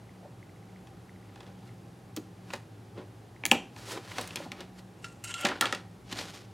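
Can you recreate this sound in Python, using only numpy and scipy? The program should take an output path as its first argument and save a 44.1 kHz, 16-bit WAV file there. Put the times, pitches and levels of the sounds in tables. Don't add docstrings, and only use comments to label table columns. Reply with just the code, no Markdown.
import sys
import numpy as np
from scipy import signal
from scipy.fft import rfft, irfft
from scipy.io import wavfile
from scipy.ndimage import uniform_filter1d, map_coordinates

SR = 44100
rng = np.random.default_rng(int(sys.argv[2]) if len(sys.argv) > 2 else 0)


def wav_record(signal):
    frames = np.transpose(np.atleast_2d(signal))
    bounded = np.clip(frames, -1, 1)
    quanta = np.round(bounded * 32767).astype(np.int16)
    wavfile.write(sys.argv[1], SR, quanta)


N = 287960
TIME = np.arange(N) / SR
AGE = TIME[:SR // 2]

# (frequency [Hz], level [dB])
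AIR_SPECTRUM = [(25, -62), (42, -40), (108, -2), (141, -13), (190, -11.5), (223, -15), (355, -14),
                (545, -21), (2000, -33), (2610, -35), (11300, -45.5), (16000, -55.5)]
AIR_SIDE_SPECTRUM = [(30, 10.5), (70, -30.5), (350, -11), (1400, -5.5), (10000, -27)]
# (frequency [Hz], bandwidth [Hz], level [dB])
HUM_LINES = [(57.8, 9, -66.5), (107.47, 1.8, -58), (120.43, 2.4, -59.5), (164.8, 4.8, -62.5),
             (184.94, 4.14, -57.5), (788, 89, -66.5), (11060, 120, -86)]
# (start [s], end [s], level [dB])
TICK_RUNS = [(0.093, 0.17, -65), (0.428, 0.73, -62.5), (0.761, 0.78, -65.5), (1.094, 1.33, -62),
             (1.692, 1.72, -66), (3.363, 3.39, -63.5), (4.117, 4.15, -50.5)]
# (time [s], level [dB])
DESK_TAPS = [(0.871, -54), (1.358, -53), (1.405, -49), (1.4657, -55), (2.535, -33), (3.763, -48),
             (4.183, -29.5)]
# (time [s], level [dB], pitch [Hz])
DESK_KNOCKS = [(2.17, -30, 327), (2.979, -40, 392), (3.5162, -18.5, 870), (4.186, -41.5, 970),
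               (4.401, -35.5, 580), (4.456, -39, 730), (5.444, -24.5, 530)]
# (time [s], level [dB], sharpness [dB], accent [Hz])
TOOL_CLICKS = [(2.164, -42, 5, 6000), (2.1712, -41, -5, 2750), (2.503, -40.5, -12.5, 2550),
               (4.212, -42, 3, 8440), (4.275, -47, 3.5, 8000), (4.307, -40, -8.5, 3000),
               (4.358, -31.5, -0.5, 2500), (4.37, -36, -8, 2800), (4.518, -34, -6.5, 2320),
               (4.606, -45, -1.5, 2900), (6.1265, -35, -3, 3413), (6.1735, -43, -3, 3070),
               (6.1885, -35.5, -4, 4100)]
PEN_BOUNCES = [(3.437, -30, -28, 2300), (3.4535, -22.5, -0.5, 2040), (3.4627, -31, 4.5, 2000),
               (3.5128, -27, -2, 2550), (3.5146, -9, -6.5, 2800), (3.5195, -29, 1, 1900)]
BLADE_CLINKS = [(5.0436, -36, -6.5, 1380), (5.2395, -43, 3, 2700), (5.3404, -33.5, -1, 3260),
                (5.409, -44, 3, 3000), (5.424, -37, -13, 2900)]
SCISSOR_BOUNCES = [(5.4505, -23.5, -3.5, 2020), (5.4535, -28.5, -11.5, 3700), (5.468, -35, -2, 2000),
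                   (5.4866, -30.5, -7.5, 1900), (5.516, -30.5, -28, 1640), (5.554, -42, -33, 1200)]
RULER_BOUNCES = [(5.6103, -21, -0.5, 3100), (5.6225, -22.5, -11.5, 1380), (5.6425, -27, -24, 1310),
                 (5.6557, -24.5, -6.5, 3040), (5.7252, -24, -6.5, 1280), (5.7485, -37, -1.5, 2900)]
# (peak time [s], level [dB], rise [s], fall [s], weight [dB])
PEN_STROKES = [(1.44, -61.5, 0.34, 0.23, 5.5), (1.66, -66, 0.22, 0.17, -8),
               (2.55, -47.5, 0.094, 0.052, -5.5)]
DRAG_STROKES = [(2.98, -51.5, 0.022, 0.073, 11), (3.79, -53.5, 0.053, 0.35, -12),
                (3.915, -40.5, 0.085, 0.06, -12.5), (3.98, -46.5, 0.21, 0.028, 5.5),
                (4.19, -44, 0.23, 0.23, -6.5), (4.42, -47.5, 0.089, 0.085, -4.5),
                (4.615, -52, 0.19, 0.074, 2), (4.79, -53.5, 0.041, 0.025, -9)]
BLADE_STROKES = [(5.07, -56, 0.076, 0.1, -25), (5.243, -45, 0.004, 0.16, -27),
                 (5.31, -42.5, 0.068, 0.054, -17), (5.365, -45, 0.017, 0.2, -18),
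                 (5.43, -38, 0.058, 0.091, -11)]
PAPER_STROKES = [(6.125, -45.5, 0.055, 0.05, -3.5), (6.195, -41, 0.094, 0.2, -6),
                 (6.248, -44, 0.083, 0.041, -7), (6.355, -46.5, 0.09, 0.076, -7.5)]
# (frequency [Hz], level [dB], T60 [s])
DESK_MODES = [(171, -5.5, 0.3), (247.4, 2.5, 0.11), (316, 2, 0.1385), (397.4, -0.5, 0.033),
              (530, -5.5, 0.027), (680, -3.5, 0.024), (797, 0.5, 0.058), (886, 5, 0.019)]
PLASTIC_MODES = [(1070, -2, 0.053), (1530, -16, 0.097), (2067, -7.5, 0.045), (2507, -5, 0.17),
                 (2750, -6, 0.048), (3410, 1, 0.011), (5880, -15, 0.016)]
PEN_MODES = [(1740, -6.5, 0.037), (2040, -8.5, 0.0232), (2300, 5, 0.016), (2790, 4, 0.0092),
             (3190, -7.5, 0.031), (5910, -8.5, 0.014), (6750, 2, 0.006), (7700, -0.5, 0.0089)]
BLADE_MODES = [(1352, -6.5, 0.18), (1385, -3.5, 0.24), (2175, -4, 0.02), (2729, 0, 0.04), (2900, -2, 0.022),
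               (3840, -9, 0.02), (6740, -9, 0.035), (7542, -7.5, 0.04), (8366, -10, 0.035),
               (9211, -11, 0.045)]
RULER_MODES = [(1112, -4.5, 0.12), (1291, -3.5, 0.08), (1361, -4, 0.07), (1740, 2, 0.05), (1902, -1, 0.04),
               (2288, -2, 0.03), (2740, -1, 0.025), (3305, 2, 0.012), (3800, -2, 0.012), (8500, -1, 0.005)]
# (frequency [Hz], level [dB])
DRAG_SPECTRUM = [(120, -37), (200, -11.5), (320, 4.5), (538, -4), (763, -9), (1050, -15), (3070, -20.5),
                 (8120, -28.5), (11000, -32.5), (16000, -44.5)]
PAPER_SPECTRUM = [(120, -12), (200, 2), (311, 6), (791, -5), (916, -14.5), (4000, -16), (6800, -11.5),
                  (9000, -15), (12200, -19), (16000, -35)]
# (time [s], frequency [Hz])
SQUEAL_PATH = [(5.25, 2700), (5.31, 3045), (5.39, 3330), (5.44, 3060)]
# (frequency [Hz], T60 [s])
REVERB_T60 = [(150, 0.46), (800, 0.28), (3000, 0.3), (7000, 0.3), (15000, 0.16)]
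# (frequency [Hz], level [dB])
REVERB_SPECTRUM = [(150, -9.5), (700, -7), (1500, -10), (4500, -13), (14000, -11)]


def from_db(db):
    return 10 ** (np.asarray(db) / 20)


def rms_one(x):
    return x / np.sqrt(np.mean(x ** 2) + 1e-20)


def peak_one(x):
    return x / np.sqrt(uniform_filter1d(x ** 2, size=88, mode="constant").max() + 1e-20)


def at_hz(points, hz):
    f, value = np.transpose(points)
    return np.interp(np.log(np.maximum(hz, 1)), np.log(f), value)


def cut(x, hz, kind, order=2):
    return signal.sosfilt(signal.butter(order, hz, kind, fs=SR, output="sos"), x)


def colour(x, spectrum):
    return irfft(rfft(x) * from_db(at_hz(spectrum, np.fft.rfftfreq(N, 1 / SR))), N)


def registers(x, low_hz=1000, high_hz=4500):
    middle = cut(x, [low_hz, high_hz], "band", order=3)
    return middle, cut(x, low_hz, "low", order=4), cut(x, high_hz, "high", order=4)


def add(track, s, sound):
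    at = int(s * SR)
    track[at:at + len(sound)] += sound[:N - at]


def air():
    return from_db(-52) * rms_one(colour(rng.standard_normal(N), AIR_SPECTRUM))


def hum():
    hz, out = np.fft.rfftfreq(N, 1 / SR), np.zeros(N)
    for centre, width, db in HUM_LINES:
        line = rfft(rng.standard_normal(N)) / (1 + (2 * (hz - centre) / width) ** 2)
        out += from_db(db) * rms_one(irfft(line, N))
    return out


def ticks(centre_hz=2036, width_hz=400, period_s=0.0667, lift_db=4.5, first_lift_db=7.5):
    out = np.zeros(N)
    pip = peak_one(AGE * np.exp(-np.pi * width_hz * AGE) * np.sin(2 * np.pi * centre_hz * AGE))
    for start, end, db in TICK_RUNS:
        for k, s in enumerate(np.arange(start, end, period_s)):
            add(out, s, from_db(db + lift_db + first_lift_db * (k == 0)) * pip)
    return out


def slips(per_s, grain_db, uneven_db=2.5):
    sizes = rng.standard_normal(N) * from_db(grain_db * np.minimum(rng.exponential(1, N), 3))
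    catching = rms_one(cut(rng.standard_normal(N), 24, "low"))
    return (rng.random(N) < per_s / SR) * sizes * from_db(uneven_db * catching)


def swell(s, db, rise_s, fall_s, swing_db=20):
    away = np.maximum((s - TIME) / rise_s, (TIME - s) / fall_s)
    return from_db(db - swing_db * np.minimum(away, 10))


def finger_rub():
    rub = rms_one(cut(slips(per_s=1100, grain_db=-1), [540, 750], "band"))
    return swell(s=0.25, db=-48, rise_s=0.044, fall_s=0.041) * rub


def dying_noise(t60_at, db_at=lambda hz: 0):
    edges = np.geomspace(90, 18000, num=13)
    white, hz = rfft(rng.standard_normal(len(AGE))), np.fft.rfftfreq(len(AGE), 1 / SR)
    out = 0
    for low, high in zip(edges, edges[1:]):
        centre = np.sqrt(low * high)
        band = irfft(white * (hz >= low) * (hz < high), len(AGE))
        band *= np.exp(-np.log(1000) * AGE / t60_at(centre))
        band_share = np.sqrt(2 * (high - low) / SR / len(AGE))
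        out += rms_one(band) * band_share * from_db(db_at(centre))
    return out


def ring(modes, held_t60, scatter_db=2):
    hz, db, t60 = np.transpose(modes)[:, :, None]
    strength = from_db(db + scatter_db * rng.standard_normal(hz.shape)) * rng.choice([-1, 1], hz.shape)
    decay = np.exp(-np.log(1000) * AGE * (1 / t60 + 1 / held_t60))
    return np.sum(strength * np.sin(2 * np.pi * hz * AGE) * decay, axis=0)


def accent(x, centre_hz, band_db, octaves=0.35):
    edges = centre_hz * 2 ** (octaves * np.array([-.5, .5]))
    return x + from_db(band_db) * cut(x, edges, "band", order=1)


def desk(tilt_db, rise_s=0.0024):
    modes = [(hz, db + tilt_db * np.log2(hz / DESK_MODES[0][0]), t60) for hz, db, t60 in DESK_MODES]
    wood = peak_one(cut(dying_noise(lambda hz: .07), [180, 1000], "band", order=3))
    tone = peak_one(ring(modes, held_t60=0.43, scatter_db=0))
    return peak_one((tone + from_db(-5) * wood) * (1 - np.exp(-AGE / rise_s)))


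def impacts(rows, modes, held_t60, crunch_t60, crunch_db, snap_db, accent_db, top_hz, desk_db, tilt_db):
    out = np.zeros(N)
    for s, db, sharpness_db, accent_hz in rows:
        crunch = dying_noise(lambda hz: crunch_t60 * (hz / 3000) ** -.35)
        tool = peak_one(ring(modes, held_t60)) + from_db(crunch_db) * peak_one(crunch)
        tool += from_db(snap_db) * peak_one(rng.standard_normal(len(AGE)) * np.exp(-AGE / 0.00093))
        reach_hz = min(top_hz * 2 ** (0.22 * sharpness_db), 18000)
        body, _, crack = registers(cut(accent(tool, accent_hz, accent_db), reach_hz, "low"))
        blow = peak_one(body) + from_db(sharpness_db) * peak_one(crack)
        add(out, s, from_db(db) * (blow + from_db(desk_db) * desk(tilt_db)))
    return out


def taps(sharpness_db=-6, accent_hz=1700):
    rows = [(s, db, sharpness_db, accent_hz) for s, db in DESK_TAPS]
    return impacts(rows, PLASTIC_MODES, held_t60=0.055, crunch_t60=0.037, crunch_db=3, snap_db=-9,
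                   accent_db=7.5, top_hz=11800, desk_db=-0.5, tilt_db=19)


def slide(strokes, friction, hiss_db):
    power = 0
    for s, db, rise_s, fall_s, weight_db in strokes:
        shares = from_db([[0], [weight_db], [hiss_db - 0.84 * weight_db]])
        power += (shares * swell(s, db, rise_s, fall_s)) ** 2
    return sum(rms_one(part) * gain for part, gain in zip(registers(friction), np.sqrt(power)))


def pen_line():
    return slide(PEN_STROKES, colour(slips(per_s=3000, grain_db=-0.5), DRAG_SPECTRUM), hiss_db=-11.5)


def clicks():
    return impacts(TOOL_CLICKS, PLASTIC_MODES, held_t60=0.018, crunch_t60=0.032, crunch_db=9,
                   snap_db=-24, accent_db=4.5, top_hz=9300, desk_db=-8.5, tilt_db=-3)


def knocks(desk_low_hz=151):
    out = np.zeros(N)
    for s, db, pitch_hz in DESK_KNOCKS:
        brush = from_db(9) * peak_one(dying_noise(lambda hz: .05))
        thud = accent(desk(tilt_db=2.5) + brush, pitch_hz, band_db=-0.5)
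        add(out, s, from_db(db) * peak_one(cut(thud, [desk_low_hz, 1.47 * pitch_hz], "band", order=4)))
    return out


def drag():
    friction = colour(slips(per_s=14000, grain_db=1, uneven_db=1.5), DRAG_SPECTRUM)
    return slide(DRAG_STROKES, friction, hiss_db=-11.5)


def pen_drop():
    return impacts(PEN_BOUNCES, PEN_MODES, held_t60=0.0724, crunch_t60=0.17, crunch_db=-22, snap_db=2,
                   accent_db=4.5, top_hz=13270, desk_db=-14.5, tilt_db=2)


def chatter(bounces, delay_s, fall_s, level_db, weight_db):
    return [(s + delay_s, db + level_db, delay_s, fall_s, weight_db) for s, db, *_ in bounces]


def skids():
    pen = chatter(PEN_BOUNCES, delay_s=0.024, fall_s=0.09, level_db=-32.5, weight_db=4)
    scissors = chatter(SCISSOR_BOUNCES, delay_s=0.0049, fall_s=0.1, level_db=-12, weight_db=-2.5)
    return slide(pen + scissors, colour(slips(per_s=4300, grain_db=-7), DRAG_SPECTRUM), hiss_db=-22.5)


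def scraped(modes, rasp_db, top_hz, waver_s=0.00005, waver_hz=40):
    friction = slips(per_s=4900, grain_db=-2)
    driven = signal.fftconvolve(friction, ring(modes, held_t60=.15, scatter_db=0))
    warp = waver_s * rms_one(cut(rng.standard_normal(N), waver_hz, "low", order=4))
    singing = rms_one(map_coordinates(driven, [(TIME + warp) * SR], order=3))
    rasp = from_db(rasp_db) * rms_one(colour(friction, DRAG_SPECTRUM))
    return cut(singing + rasp, top_hz, "low")


def blade_scrape(width_hz=390):
    centre_hz = np.interp(TIME, *np.transpose(SQUEAL_PATH))
    carrier = np.cos(2 * np.pi * np.cumsum(centre_hz) / SR)
    squeal = rms_one(cut(rng.standard_normal(N), width_hz / 2, "low") * carrier)
    blades = rms_one(scraped(BLADE_MODES, rasp_db=6, top_hz=11400))
    return slide(BLADE_STROKES, blades + from_db(-12) * squeal, hiss_db=-20.5)


def clinks():
    return impacts(BLADE_CLINKS, BLADE_MODES, held_t60=0.44, crunch_t60=0.079, crunch_db=-1.5,
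                   snap_db=-10, accent_db=-4.5, top_hz=7500, desk_db=-24, tilt_db=-2)


def clatter():
    return impacts(SCISSOR_BOUNCES, BLADE_MODES, held_t60=0.051, crunch_t60=0.049, crunch_db=30,
                   snap_db=-4, accent_db=7, top_hz=7660, desk_db=-7.5, tilt_db=0.5)


def ruler_drop():
    return impacts(RULER_BOUNCES, RULER_MODES, held_t60=0.08, crunch_t60=0.043, crunch_db=-6,
                   snap_db=-5, accent_db=6.5, top_hz=11500, desk_db=-9.5, tilt_db=13)


def ruler_rattle():
    strokes = chatter(RULER_BOUNCES, delay_s=0.011, fall_s=0.068, level_db=-13.5, weight_db=-7.5)
    return slide(strokes, scraped(RULER_MODES, rasp_db=24, top_hz=8000), hiss_db=-18.5)


def paper():
    friction = colour(slips(per_s=5800, grain_db=0.5), PAPER_SPECTRUM)
    return slide(PAPER_STROKES, cut(friction, 18000, "low"), hiss_db=-15)


def room(x, build_s=0.0031):
    tail = dying_noise(lambda hz: at_hz(REVERB_T60, hz), lambda hz: at_hz(REVERB_SPECTRUM, hz))
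    return signal.fftconvolve(x, tail * np.clip(AGE / build_s, 0, 1))[:N]


def scene():
    hits = taps() + clicks() + pen_drop() + clinks() + clatter() + ruler_drop()
    direct = hits + knocks() + drag() + blade_scrape() + skids() + ruler_rattle()
    direct += paper() + pen_line() + finger_rub() + ticks()
    mid = direct + room(direct) + air() + hum()
    diffuse = from_db(-38) * room(direct) + colour(air(), AIR_SIDE_SPECTRUM)
    side = diffuse + np.gradient(from_db(-44) * mid + from_db(-17.5) * hits)
    return np.array([mid + side, mid - side])


def record(dry, bass_hz=43, top_hz=15900):
    rounded = np.tanh(cut(dry, bass_hz, "high"))
    return signal.sosfilt(signal.ellip(12, .1, 90, top_hz, fs=SR, output="sos"), rounded)


dry = scene()
out = record(dry)
wav_record(out)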